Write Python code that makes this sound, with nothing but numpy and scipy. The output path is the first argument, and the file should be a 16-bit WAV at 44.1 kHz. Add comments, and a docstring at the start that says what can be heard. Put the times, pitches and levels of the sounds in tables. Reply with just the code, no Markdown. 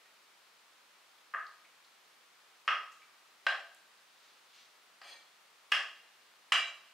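"""A chef's knife slices tofu in a small, hard-walled kitchen, over steady air hiss. Wet cut faces tick
faintly as they part. At 1.3, 2.7 and 3.5 s the edge knocks on a thick wooden board and the room answers.
A slice slithers at 4.2-4.6 s. At 5 s the edge lands lightly and drags, setting the blade singing.
Two more knocks follow at 5.7 and 6.5 s, the last with a clear ring of steel."""
import sys
import numpy as np
from scipy import signal
from scipy.fft import rfft, irfft, next_fast_len
from scipy.io import wavfile

SR = 44100
rng = np.random.default_rng(int(sys.argv[2]) if len(sys.argv) > 2 else 0)


def persist_wave(psi):
    """Save psi, clipped to +-1, as 16-bit WAV."""
    counts = np.round(np.clip(psi, -1, 1) * 32767).astype(np.int16)
    wavfile.write(sys.argv[1], SR, np.atleast_2d(counts).T)


N = 305613
TIME_S = np.arange(N) / SR
RING_S = TIME_S[:SR // 2]


def amp(db):
    """Decibels to gain."""
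    return 10 ** (np.asarray(db) / 20)


def unit_rms(x):
    """Scale to rms 1."""
    return x / np.sqrt(np.mean(x ** 2) + 1e-20)


def curve(points, hz):
    """Interpolate (Hz, value) points on a log frequency axis."""
    points_hz, values = np.transpose(points)
    return np.interp(np.log(hz + 1), np.log(points_hz + 1), values)


def swell(start_s, end_s, attack_s, release_s):
    """Envelope: exponential rise to start_s, hold to end_s, exponential fall."""
    return np.exp(-np.maximum(start_s - TIME_S, 0) / attack_s - np.maximum(TIME_S - end_s, 0) / release_s)


def add(track, start_s, x):
    """Mix x into track from start_s."""
    part = track[..., round(start_s * SR):][..., :x.shape[-1]]
    part += x[..., :part.shape[-1]]


def filtered(x, response):
    """Apply response(Hz) by FFT."""
    size = x.shape[-1]
    padded = next_fast_len(size + SR // 4)
    return irfft(rfft(x, padded) * response(np.fft.rfftfreq(padded, 1 / SR)), padded)[..., :size]


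def resonance(f, hz, width_hz):
    """Damped resonance, peak gain 1."""
    return 1j * f * width_hz / (hz * hz - f * f + 1j * f * width_hz)


def impulse(magnitude):
    """Minimum-phase pulse with this spectrum."""
    cepstrum = irfft(np.log(np.maximum(magnitude, 1e-6)))
    half = len(cepstrum) // 2
    cepstrum[1:half] *= 2
    cepstrum[half + 1:] = 0
    return irfft(np.exp(rfft(cepstrum)))


def grains(size, spiky_db):
    """Noise of tiny slips, very uneven in size."""
    return unit_rms(rng.standard_normal(size) * amp(spiky_db * rng.standard_normal(size)))


def diffuse(coherence, size):
    """Stereo noise from all sides, with the given left-right coherence by frequency."""
    def mid_side_gains(f):
        angle = np.arccos(np.clip(curve(coherence, f), -1, 1)) / 2
        return np.array([np.cos(angle), np.sin(angle)])
    mid, side = filtered(rng.standard_normal((2, size)), mid_side_gains)
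    return np.array([mid + side, mid - side])


def room_noise(hiss_db=-63.5, hum_db=-106, mains_hz=50):
    """Steady air noise with a trace of mains hum."""
    # Each row: frequency in Hz, relative density in dB.
    spectrum = [(25, -45), (63, -39), (100, -26), (160, -17.5), (250, -14), (400, -9), (700, -5.5),
                (1250, -1), (1600, -3.5), (2500, -4.5), (4300, -7), (6000, -11.5), (10000, -16.5),
                (15800, -22)]
    # Each row: frequency in Hz, left-right coherence.
    coherence = [(60, 0.97), (150, 0.91), (400, 0.61), (1000, 0.52), (2400, 0.47), (6000, 0.32),
                 (15000, 0.14)]
    air = unit_rms(filtered(diffuse(coherence, N), lambda f: amp(curve(spectrum, f))))
    hum = np.sin(2 * np.pi * mains_hz * TIME_S)
    return amp(hiss_db) * air + amp(hum_db) * hum


def kitchen(x, room_db, gap_s=0.0007, build_s=0.02, linger_db=-37, linger_t60_s=2.07):
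    """Direct sound, then wall echoes that build up, die by band and linger faintly."""
    # Each row: frequency in Hz, left-right coherence.
    coherence = [(150, 0.93), (1000, 0.93), (2400, 0.84), (6000, 0.65), (15000, 0.2)]
    # Each row: frequency in Hz, T60 in seconds.
    reverb_times = [(200, 0.38), (600, 0.53), (1300, 0.38), (3000, 0.39), (6000, 0.45), (14000, 0.26)]
    hz, t, bands = signal.stft(diffuse(coherence, SR), SR, nperseg=256)
    decay = amp(-60 * t / curve(reverb_times, hz)[:, None]) + amp(linger_db - 60 * t / linger_t60_s)
    tail = signal.istft(bands * decay, SR, nperseg=256)[1][:, :SR]
    build_up = np.sqrt(1 - np.exp(-np.maximum(TIME_S[:SR] - gap_s, 0) / build_s))
    response = amp(room_db) * unit_rms(tail * build_up) / np.sqrt(SR)
    response[:, 0] += 1  # direct path
    return signal.fftconvolve(x[None], response, axes=1)


def tofu():
    """A slice slithers over the fingers; films of water snap as cut faces part."""
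    # Each row: frequency in Hz, relative level in dB.
    slide_spectrum = [(800, -17), (2000, 5), (3800, 12), (6000, 4), (9000, -11), (15000, -19)]
    # Each row: time of top speed in seconds, level in dB, rise and fall in seconds.
    slides = [(4.25, -70.5, 0.12, 0.083), (4.56, -65, 0.042, 0.061)]
    # Each row: start in seconds, level in dB, centre and width in Hz, fade in seconds.
    snaps = [(.055, -60, 1930, 700, 0.007), (1.185, -61, 3400, 1200, .0034),
             (1.466, -54.5, 4400, 1000, .005), (1.648, -60.5, 2220, 700, .02),
             (1.846, -61, 3970, 1400, 0.0077), (2.919, -65, 6500, 4200, .023),
             (3.019, -56.5, 2320, 600, 0.012), (3.747, -52, 8100, 7000, .0015)]
    slither = unit_rms(filtered(grains(N, spiky_db=9), lambda f: amp(curve(slide_spectrum, f))))
    speed = sum(amp(db) * swell(peak_s, peak_s, rise_s, fall_s) for peak_s, db, rise_s, fall_s in slides)
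    out = kitchen(speed * slither, room_db=3)[:, :N]
    for start_s, db, hz, width_hz, fade_s in snaps:
        crackle = grains(len(RING_S), spiky_db=6.5)
        film = unit_rms(filtered(crackle, lambda f: resonance(f, hz, width_hz) ** 2))
        add(out, start_s, kitchen(amp(db) * film * np.exp(-RING_S / fade_s), room_db=-1.5))
    return out


def blade_ring(dragged, onset_s=0.0006):
    """Hand-damped steel modes. Dragging favours other modes than a blow, and the wood adds damping."""
    # Each row: frequency in Hz, struck T60 in seconds, struck and dragged levels in dB.
    modes = [(1841, .3, -24, -6), (2325, .26, 0, -4), (2652, .12, -8, -20), (2882, .22, 1, -16),
             (2925, .15, -5, -20), (3172, .2, -5, -7), (3355, .14, -16, -1), (3921, .21, -6, -20),
             (4215, .17, -32, 1), (4613, .13, -28, -4), (4775, .13, -12, -12), (5028, .12, -18, -12),
             (5970, .12, -15, -22), (6379, .15, -14, -12), (7263, .12, -9, -22), (7574, .08, -28, -11),
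             (8393, .1, -19, -20), (8624, .08, -25, -9), (9604, .08, -16, -13), (10850, .07, -18, -15),
             (12320, .07, -26, -20), (13730, .06, -29, -21)]
    damping = 3 if dragged else 1
    ring = np.zeros(len(RING_S))
    for hz, t60_s, struck_db, dragged_db in modes:
        envelope_db = (dragged_db if dragged else struck_db) - 60 * damping * RING_S / t60_s
        ring += amp(envelope_db) * np.cos(2 * np.pi * hz * RING_S)
    return ring * (1 - np.exp(-RING_S / onset_s))


def drag(start_s=5.04, lift_off_s=5.102, peak_db=-55, growth_db_per_s=106, singing_db=-1):
    """The edge catches on the grain, pressed ever harder until lift-off: wood rasps, the blade sings."""
    # Each row: frequency in Hz, gain in dB.
    rasp_spectrum = [(40, -45), (150, -21), (600, 1.5), (3500, 6), (7000, -9), (15000, -22)]
    pressure = amp(peak_db + growth_db_per_s * np.minimum(TIME_S - lift_off_s, 0))
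    stroke = pressure * swell(start_s, lift_off_s, attack_s=0.009, release_s=0.0081)
    slips = grains(N, spiky_db=5) * stroke
    ring = blade_ring(dragged=True)
    singing = signal.fftconvolve(slips, ring / np.linalg.norm(ring))[:N]
    rasp = filtered(slips, lambda f: amp(curve(rasp_spectrum, f)))
    return kitchen(amp(singing_db) * singing + rasp, room_db=4.5)[:, :N]


def board_smear(f, trip_s, feedback):
    """All-pass: a wave running to and fro in the board spreads the blow in time."""
    delay = np.exp(-2j * np.pi * f * trip_s)
    return (delay - feedback) / (1 - feedback * delay)


def board_spectrum(f):
    """Magnitude response of the board under the edge: wood modes over a dull shove."""
    # Each row: frequency and width in Hz, level in dB.
    modes = [(426, 220, -22), (573, 65, -14.5), (672, 60, -11.5), (798, 210, -13), (1122, 152, 0.5),
             (1237, 182, 3), (1578, 180, 2), (1820, 540, 1), (1984, 390, -2.5), (2580, 330, 1),
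             (2822, 140, 4.5), (3196, 293, -0.5), (4240, 200, -21.5), (5100, 780, -15), (6420, 1300, -34),
             (8000, 1000, -31), (9430, 2300, -36), (13000, 4900, -48)]
    # Each row: frequency in Hz, level in dB.
    shove = [(30, -50), (120, -50.5), (300, -30.5), (1000, -29), (2500, -21), (4500, -19.5), (15000, -48)]
    power = sum((amp(db) * np.abs(resonance(f, hz, width_hz)) ** 2) ** 2 for hz, width_hz, db in modes)
    return np.sqrt(power + amp(curve(shove, f)) ** 2)


def board_blow(magnitude):
    """One smeared pulse in the wood, unit level over its first 10 ms."""
    blow = filtered(impulse(magnitude),
                    lambda f: board_smear(f, 0.0006, 0.65) * board_smear(f, 0.00145, 0.75))
    return blow / np.std(blow[:SR // 100])


def knocks(steel_db=-6, spot_width_ratio=0.061, settle_crack_db=-12):
    """The edge hits the board, then settles. Place and firmness set the colour; the blade rings on."""
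    # Each row: start in seconds, level in dB, settling delay in seconds, settling gain in dB,
    # thud, hardness and crack in dB, two tones of the struck spot (each Hz, then lift in dB),
    # relative blade ring in dB, room in dB, left over right in dB.
    landings = [(1.3377, -38.5, .0074, 4, 1, -17.5, -26, 1257, 7.5, 1674, 6.7, -44, 2, .6),
                (2.6780, -26.5, 0.0084, -1, 2, -0.5, -6, 1278, 11.9, 5560, 6.4, -47, 2, -0.17),
                (3.4665, -25, 0.0033, -10, 12.5, -1, -1, 1557, 12.7, 3970, 14, -18.5, 0.4, 0.39),
                (5.0159, -52, .004, -10, 15, -6.5, -1, 1860, 2.5, 4600, 21, -7, 2.5, 1),
                (5.7183, -34, .0024, 9.5, 3, 4, 15, 1680, 7.8, 2840, 3.2, -35, 2.33, -.3),
                (6.5209, -24.5, 0.00095, -2.5, 4.5, 2.5, 4.5, 1400, 4.8, 2920, 6.5, -2.5, 2.5, -0.53)]
    out = np.zeros((2, N))
    f = np.fft.rfftfreq(len(RING_S), 1 / SR)
    wood = board_spectrum(f)
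    low_cut = signal.butter(2, 1000, "high", fs=SR, output="sos")  # a thin blade radiates no bass
    steel = signal.sosfilt(low_cut, blade_ring(dragged=False))

    def lift(hz, db):
        return np.abs(1 + (amp(db) - 1) * resonance(f, hz, spot_width_ratio * hz))

    for (start_s, db, delay_s, settle_db, thud_db, hard_db, crack_db,
         low_hz, low_db, high_hz, high_db, ring_db, room_db, pan_db) in landings:
        spot = wood * lift(low_hz, low_db) * lift(high_hz, high_db)
        pan = amp([[pan_db / 2], [-pan_db / 2]])
        touch = (start_s, db, crack_db)
        settle = (start_s + delay_s, db + settle_db, crack_db + settle_crack_db)
        for at_s, level_db, top_db in (touch, settle):
            contact_hz_db = [(380, 0), (600, thud_db), (760, thud_db), (1150, 0), (1700, 0),
                             (2800, hard_db), (8000, top_db)]
            blow = board_blow(spot * amp(curve(contact_hz_db, f)))
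            knock = amp(level_db) * (blow + amp(steel_db + ring_db) * steel)
            add(out, at_s, pan * kitchen(knock, room_db))
    return out


def scene():
    """Board straight ahead; room noise slightly left."""
    lean_left = amp([[0.3], [-0.3]])
    return knocks() + drag() + tofu() + lean_left * room_noise()


def record(dry):
    """Brick-wall low-pass."""
    cutoff_hz = 15750
    return filtered(dry, lambda f: f < cutoff_hz)


dry = scene()
out = record(dry)
persist_wave(out)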